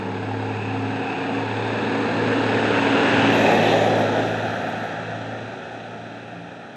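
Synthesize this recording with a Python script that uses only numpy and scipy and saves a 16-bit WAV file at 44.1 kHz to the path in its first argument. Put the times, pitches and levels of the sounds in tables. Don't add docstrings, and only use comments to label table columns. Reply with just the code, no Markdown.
import sys
import numpy as np
from scipy import signal
from scipy.fft import irfft
from scipy.io import wavfile
from scipy.ndimage import map_coordinates

SR = 44100
rng = np.random.default_rng(int(sys.argv[2]) if len(sys.argv) > 2 else 0)


def log_audio(samples):
    frames = np.atleast_2d(samples).T
    limited = np.clip(frames, -1, 1)
    pcm = np.round(limited * 32767).astype(np.int16)
    wavfile.write(sys.argv[1], SR, pcm)


N = 298116
TIME = np.arange(N) / SR
SPEED_M_S, SOUND_M_S = 6.9, 343


def amp(db):
    return np.exp(np.asarray(db) * np.log(10) / 20)

def unit(x):
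    return x / np.sqrt(np.mean(abs(x) ** 2) + 1e-20)

def curve(rows):
    return np.interp(TIME, *np.transpose(rows))

def wander(rate):
    knots = rng.standard_normal(4096)
    coarse = np.arange(0, N + 64, 64) / SR
    spline = map_coordinates(knots, [coarse * rate + 2], order=3, mode="wrap")
    return np.interp(TIME, coarse, unit(spline))

def turn(at, span):
    return .5 + .5 * np.tanh((TIME - at) / span)

def blend(sounds, turns):
    out = sounds[0]
    for sound, (at, span) in zip(sounds[1:], turns):
        share = turn(at, span)
        out = out * (1 - share) + sound * share
    return out

def swell(at, half_width_s):
    return np.exp(-((TIME - at) / half_width_s) ** 2)

def swells(rows):
    return sum(amp(db) * swell(at, half_width_s) for at, half_width_s, db in rows)

def colour(x, spectrum):
    hz, db = np.transpose(spectrum)
    log_f = np.log(np.fft.rfftfreq(8192, 1 / SR) + 1)
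    outside = np.maximum(np.log(hz[0]) - log_f, 0) + np.maximum(log_f - np.log(hz[-1]), 0)
    response = amp(np.interp(log_f, np.log(hz), db) - 100 * outside)
    taps = np.fft.fftshift(irfft(response))
    return unit(signal.oaconvolve(x, taps * np.hanning(len(taps)), "same"))

def resonate(x, hz, width_hz):
    spin = np.exp(2j * np.pi * np.cumsum(hz * np.ones(N)) / SR)
    pole = np.exp(-np.pi * width_hz / SR)
    return 2 * (spin * signal.lfilter([1 - pole], [1, -pole], x / spin)).real

def passing(at, peak_db, closest_m, coming_db, leaving_db):
    doublings = np.log2(np.hypot(1, SPEED_M_S * (TIME - at) / closest_m))
    return peak_db - np.where(TIME < at, coming_db, leaving_db) * doublings

def doppler(at, closest_m):
    along_m = SPEED_M_S * (TIME - at)
    return 1 / (1 + SPEED_M_S / SOUND_M_S * along_m / np.hypot(along_m, closest_m))


# time in seconds, firings per second at the source.
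FIRING_RATE = [(0, 102.8), (2, 108.6), (4, 110.3), (6.76, 117.3)]

def engine_cycles():
    firing_hz = curve(FIRING_RATE) * doppler(at=3.52, closest_m=3.1)
    return np.cumsum(firing_hz * (1 + .003 * wander(12))) / SR / 6

def harmonic(cycle, number, scatter, fade_rate=4.5):
    angle = 2 * np.pi * (number * cycle + rng.random())
    in_phase = (1 + scatter * wander(fade_rate)) * np.cos(angle)
    return unit(in_phase + scatter * wander(3 * fade_rate) * np.sin(angle))

# time in seconds, relative level in dB.
HUM_LEVEL = [(0.0, -37), (0.34, -30), (0.87, -30), (1.17, -45), (1.43, -32), (1.64, -30), (2.01, -37),
             (2.3, -29), (2.37, -37), (2.48, -31), (3.07, -38), (3.27, -28), (3.52, -36), (3.95, -29),
             (4.23, -35), (4.48, -32), (4.58, -39), (4.82, -38), (4.86, -46), (5.12, -37), (5.5, -41),
             (5.59, -55), (5.76, -44), (6.42, -49), (6.55, -58), (6.76, -56)]
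TAILPIPE_LEVEL = [(0.0, -53), (1.69, -44), (2.13, -38), (2.28, -45), (3.09, -41), (3.2, -32), (3.8, -30),
                  (4.25, -42), (5.23, -40), (5.35, -48), (5.85, -41), (6.31, -50), (6.36, -41), (6.76, -52)]
DRONE_LEVEL = [(0.0, -35), (0.53, -34), (0.61, -48), (0.64, -36), (0.76, -29), (1.11, -32), (1.14, -43),
               (1.16, -33), (1.36, -25), (1.57, -42), (1.85, -31), (2.07, -35), (2.62, -33), (2.8, -26),
               (3.05, -22.5), (3.31, -23), (3.4, -27)]
# harmonic number, centre and half-width in seconds, level in dB.
HARMONIC_SWELLS = [(39, .9, .45, -44), (42, .9, .35, -42), (14, 2.5, .4, -35), (22, 2.6, .22, -32.5),
                   (12, 2.45, .25, -35), (12, 3.5, .12, -29), (26, 3.6, .09, -30), (12, 3.85, .13, -31),
                   (26, 3.85, .11, -30), (15, 6.7, .2, -48)]
# harmonic number, relative levels in dB from ahead and from behind.
HARMONICS = [(3, -39.5, -35), (4, -31, -39), (7, -30.5, -26), (8, -23, -35), (10, -22, -32),
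             (11, -9.5, -18), (12, -9, -15.5), (13, -14, -16.5), (14, -14, -18), (15, -27, -15),
             (16, -14, -30), (17, -25, -28), (20, -16, -19), (22, -12.5, -20), (24, -12, -22)]

def engine_tones(cycle, roar_db, linger_db_per_s=1.5):
    ahead, behind = 1 - turn(at=3.45, span=.1), turn(at=3.24, span=.58)
    hum = amp(curve(HUM_LEVEL) - .2) * harmonic(cycle, 6, scatter=.04 + .1 * turn(at=2, span=.3))
    tailpipe = amp(curve(TAILPIPE_LEVEL) - 1) * harmonic(cycle, 9, scatter=.35)
    drone = amp(curve(DRONE_LEVEL) - .3) * harmonic(cycle, 15, scatter=.1 + .15 * turn(at=1.8, span=.2))
    brief = sum(amp(db) * swell(at, half_width_s) * harmonic(cycle, number, scatter=.3)
                for number, at, half_width_s, db in HARMONIC_SWELLS)
    others = sum(amp(front_db + (rear_db - front_db) * behind) * harmonic(cycle, number, scatter=.75)
                 for number, front_db, rear_db in HARMONICS)
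    others_db = roar_db - 1.5 + linger_db_per_s * np.maximum(TIME - 4.3, 0)
    return hum + tailpipe + ahead * drone + brief + amp(others_db) * others

# centre and half-width in seconds, change of level in dB.
GROWL_WAVES = [(.5, .2, 3.5), (1.2, .2, 2), (2.88, .12, -8)]

def growl(cycle, smear_hz=4.5, rough=.42):
    angle = 2 * np.pi * (26 * cycle + np.cumsum(smear_hz * wander(20)) / SR)
    tone = (1 + rough * wander(45)) * np.cos(angle) + rough * wander(45) * np.sin(angle)
    level_db = passing(at=2.56, peak_db=-31.7, closest_m=2, coming_db=3, leaving_db=10)
    level_db += sum(db * swell(at, half_width_s) for at, half_width_s, db in GROWL_WAVES)
    return amp(level_db) * unit(tone)

def house_echo(x, gain=.44, far_s=.021, near_s=.045):
    delay_s = far_s + (near_s - far_s) / np.hypot(1, (TIME - 3.5) / 2)
    return unit(x + gain * x[((TIME - delay_s) * SR).astype(int) % N])

CYLINDER_STRENGTHS = [1, .42, .3, .75, .33, .3]

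def combustion(cycle, depth, uneven=.1, shielded_share=.18):
    firings = 6 * cycle
    index = firings.astype(int)
    strength = np.array(CYLINDER_STRENGTHS)[index % 6] * np.exp(uneven * rng.standard_normal(2048)[index])
    strikes = unit(strength * np.exp(-(firings % 1)))
    exposed = 1 - shielded_share * turn(at=3.5, span=.3)
    envelope = np.sqrt(1 + (depth * exposed * strikes) ** 2)
    return house_echo(rng.standard_normal(N) * envelope)

# frequency in Hz, relative spectral level in dB.
FAR_ROAR = [(30, -41), (60, -28), (90, -11), (150, -1), (210, -10), (280, 0.5), (340, 2), (460, 1.5),
            (600, -3.5), (740, 3), (900, 2), (1080, -8.5), (1400, -29)]
NEAR_ROAR = [(30, -28), (60, -31), (90, -9.5), (150, -5), (210, -5), (260, 3), (340, 0), (470, 2),
             (620, -1.5), (740, -1.5), (900, -0.5), (1080, -9), (1400, -31.5)]
SIDE_ROAR = [(30, -43), (60, -27), (90, -26), (150, -6.5), (260, -2.5), (350, -1), (470, 2), (570, 1.5),
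             (720, 2.5), (880, -4), (1050, -19), (1400, -34)]
REAR_ROAR = [(30, -38), (60, -24), (90, -9), (150, -5), (270, -1.8), (350, -3), (470, -2), (600, 1.5),
             (700, 2.8), (790, 1.5), (910, -5.5), (1020, -17.5), (1300, -35)]

def roar(cycle, level_db):
    source = combustion(cycle, depth=.42)
    sides = [colour(source, side) for side in (FAR_ROAR, NEAR_ROAR, SIDE_ROAR, REAR_ROAR)]
    return amp(level_db) * blend(sides, turns=[(1.5, .27), (3.4, .12), (4.164, .18)])

def sinking_resonance(x, start_hz=880, end_hz=752):
    hz = start_hz + (end_hz - start_hz) * turn(at=.4, span=.25)
    peak = .32 * resonate(x, hz, width_hz=90) * (1 - turn(at=1.35, span=.25))
    hollow = .33 * resonate(x, hz * .84, width_hz=100) * (1 - turn(at=1.4, span=.25))
    return x + peak - hollow

# frequency in Hz, relative spectral level in dB.
FRONT_BLOCK = [(800, -27), (1100, -7.5), (1350, -1), (1700, 0.5), (1850, -4), (2000, -8.5), (2250, -8),
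               (2600, -22)]
NEAR_BLOCK = [(800, -27), (1100, -7), (1400, -2.5), (1680, 2), (1850, -3.5), (2000, -10), (2250, -8),
              (2600, -22)]
CLOSE_BLOCK = [(800, -27), (1100, -9), (1480, 2.5), (1720, 0), (1950, -7), (2250, -7), (2600, -22)]
SIDE_BLOCK = [(800, -33), (1100, -5), (1400, -7.5), (1800, 2), (2100, -7), (2300, -7.5), (2600, -20)]
REAR_BLOCK = [(900, -38), (1080, -16), (1180, -7), (1350, 0.5), (1600, 0.5), (1850, -2), (2120, -14),
              (2280, -11), (2600, -28)]

def block_clatter(cycle, flutter_db=.5):
    source = combustion(cycle, depth=.5)
    spectra = (FRONT_BLOCK, NEAR_BLOCK, CLOSE_BLOCK, SIDE_BLOCK, REAR_BLOCK)
    sides = [colour(source, side) for side in spectra]
    clatter = blend(sides, turns=[(1.3, .4), (2.55, .15), (3.33, .14), (3.97, .15)])
    level_db = passing(at=3.2, peak_db=-24.8, closest_m=4.3, coming_db=6.4, leaving_db=8.2)
    level_db += swell(at=3.16, half_width_s=.16)
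    level_db += 2.6 * swell(at=4.75, half_width_s=.7)
    return amp(level_db + flutter_db * wander(27)) * clatter

# frequency in Hz, relative spectral level in dB.
FRONT_COVER = [(2000, -22.5), (2300, -5), (2600, 1), (2820, -4.5), (3020, -11), (3400, -37)]
NEAR_COVER = [(2000, -27), (2300, -6), (2620, 3), (2850, -1.5), (3100, -7), (3500, -14)]
SIDE_COVER = [(2000, -28), (2300, -6), (2480, -1), (2600, 4), (2720, -6), (2850, -9), (3050, -22),
              (3400, -25)]
REAR_COVER = [(2000, -26), (2330, -6.5), (2480, 0), (2560, 1.5), (2740, -4), (3000, -8), (3400, -26)]

def cover_rasp(cycle, flutter_db=.6):
    source = combustion(cycle, depth=.55)
    sides = [colour(source, side) for side in (FRONT_COVER, NEAR_COVER, SIDE_COVER, REAR_COVER)]
    rasp = blend(sides, turns=[(2.3, .35), (3.41, .056), (3.54, .066)])
    level_db = passing(at=3.22, peak_db=-27.6, closest_m=2.4, coming_db=5.4, leaving_db=7.4)
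    level_db += 2.8 * swell(at=1.25, half_width_s=.45)
    return amp(level_db + flutter_db * wander(8)) * rasp

# frequency in Hz, relative spectral level in dB.
FRONT_HISS = [(2600, -32), (3200, 2), (3600, 1.5), (4100, -1.5), (4450, -6), (5100, -8), (5800, -17),
              (6600, -10), (7300, -21.5), (8000, -13), (8700, -28), (9900, -47), (10400, -65)]
REAR_HISS = [(2700, -28.5), (3200, 3), (3600, 0), (4080, -1.5), (4340, -13.5), (4600, -10.5), (5050, -13.5),
             (5900, -11), (6700, -15), (7350, -21), (7900, -17.5), (8600, -33), (9900, -25.5), (10500, -63)]

def hiss(cycle, sheen_hz=3500, sheen_rise_hz=550):
    source = combustion(cycle, depth=.43)
    front = colour(source, FRONT_HISS)
    sheen = resonate(front, sheen_hz + sheen_rise_hz * turn(at=1.85, span=.2), width_hz=300)
    front += .55 * swell(at=1.9, half_width_s=.6) * sheen
    level_db = passing(at=3.45, peak_db=-34.2, closest_m=4, coming_db=6, leaving_db=8.4)
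    return amp(level_db) * blend([front, colour(source, REAR_HISS)], turns=[(3.25, .37)])

# centre and half-width in seconds, level in dB.
COVER_SWELLS = [(0.68, .18, -40), (1.16, .14, -38), (3.48, .085, -30)]

def cover_ring(cycle, hz=2580, width_hz=260):
    source = combustion(cycle, depth=.8)
    ring = resonate(resonate(source, hz, width_hz), hz, width_hz)
    return swells(COVER_SWELLS) * unit(ring)

# start in seconds, relative level in dB.
LOW_KNOCKS = [(1.249, -11.5), (1.304, -10), (1.360, -14), (3.675, -13), (3.703, -12), (4.200, -20),
              (4.243, -21), (6.250, -31), (6.400, -37)]
# frequency in Hz, relative level in dB, time to decay 60 dB in seconds.
KNOCK_MODES = [(266.5, -0.5, 0.075), (468, -6, .06), (587, -8, 0.044), (770, -7, 0.032), (1650, -20, .025)]

def knocks(level_db=-5, onset_s=.002, detune=.04):
    out, t = np.zeros(N), np.arange(SR // 5) / SR
    attack = 1 - np.exp(-t / onset_s)
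    for start_s, db in LOW_KNOCKS:
        tunings = 1 + detune * rng.standard_normal(len(KNOCK_MODES))
        ring = sum(amp(mode_db - 60 * t / t60) * np.sin(2 * np.pi * hz * tuning * t)
                   for (hz, mode_db, t60), tuning in zip(KNOCK_MODES, tunings))
        part = out[round(start_s * SR):][:len(t)]
        part += amp(db + level_db) * (ring * attack)[:len(part)]
    return signal.sosfilt(signal.butter(4, 170, "high", fs=SR, output="sos"), out)

def turbo(top_hz=11490, climb_hz=800, spool_s=1.1, blur_hz=400, waver_db=1.5):
    hz = (top_hz - climb_hz * np.exp(-TIME / spool_s)) * doppler(at=3.32, closest_m=.9)
    angle = 2 * np.pi * np.cumsum(hz) / SR
    whine = wander(blur_hz) * np.cos(angle) + wander(blur_hz) * np.sin(angle)
    level_db = passing(at=3.42, peak_db=-58, closest_m=3, coming_db=6, leaving_db=7)
    level_db -= 19 * (1 - turn(at=3.3, span=.03))
    audible = turn(at=1.6, span=.15) * (1 - turn(at=4.92, span=.08))
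    return amp(level_db + waver_db * wander(13)) * audible * unit(whine)

# centre and half-width in seconds, level in dB.
INTAKE_SWELLS = [(3.45, .13, -51), (3.81, .08, -51)]

def intake(hz=6800, width_hz=900):
    air = resonate(resonate(rng.standard_normal(N), hz, width_hz), hz, width_hz)
    return swells(INTAKE_SWELLS) * unit(air)

# centre and half-width in seconds, level in dB.
TREAD_SURGES = [(3.47, .1, -25), (3.689, 0.038, -20.8), (3.84, .09, -26), (4.21, 0.055, -25.5)]
# frequency in Hz, relative spectral level in dB.
TREAD_SPECTRUM = [(120, -18), (250, -2), (480, 4), (780, 5), (1050, -17), (1800, -12), (2200, -18),
                  (3600, -14.5), (4500, -34), (7000, -34), (9500, -57)]
RUSH_SPECTRUM = [(1700, -12), (2300, -3), (3000, -1), (3700, 0), (4150, -5), (4600, -20), (7000, -24)]

def tyres(rush_db=-31.5):
    tread = swells(TREAD_SURGES) * colour(rng.standard_normal(N), TREAD_SPECTRUM)
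    rush = swell(at=3.69, half_width_s=.075) * colour(rng.standard_normal(N), RUSH_SPECTRUM)
    return tread + amp(rush_db) * rush

def street_air(level_db=-76):
    spectrum = [(4500, 3), (7000, -8), (8500, 0), (10300, -7), (10800, -29.5)]
    return amp(level_db) * colour(rng.standard_normal(N), spectrum)

def scene():
    cycle = engine_cycles()
    roar_db = passing(at=3.63, peak_db=-17.5, closest_m=3.05, coming_db=4.85, leaving_db=8.1)
    roar_db += 1.1 * swell(at=2.2, half_width_s=.6)
    low = engine_tones(cycle, roar_db) + growl(cycle) + sinking_resonance(roar(cycle, roar_db))
    bursts = tyres() + knocks()
    metal = block_clatter(cycle) + cover_rasp(cycle) + cover_ring(cycle)
    treble = hiss(cycle) + intake() + turbo() + street_air()
    return (low + bursts + metal + treble)[None]

def record(dry, cutoff_hz=11950):
    taps = signal.firwin(511, cutoff_hz, window=("kaiser", 9), fs=SR)
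    return signal.oaconvolve(dry, taps[None], "same")


dry = scene()
out = record(dry)
log_audio(out)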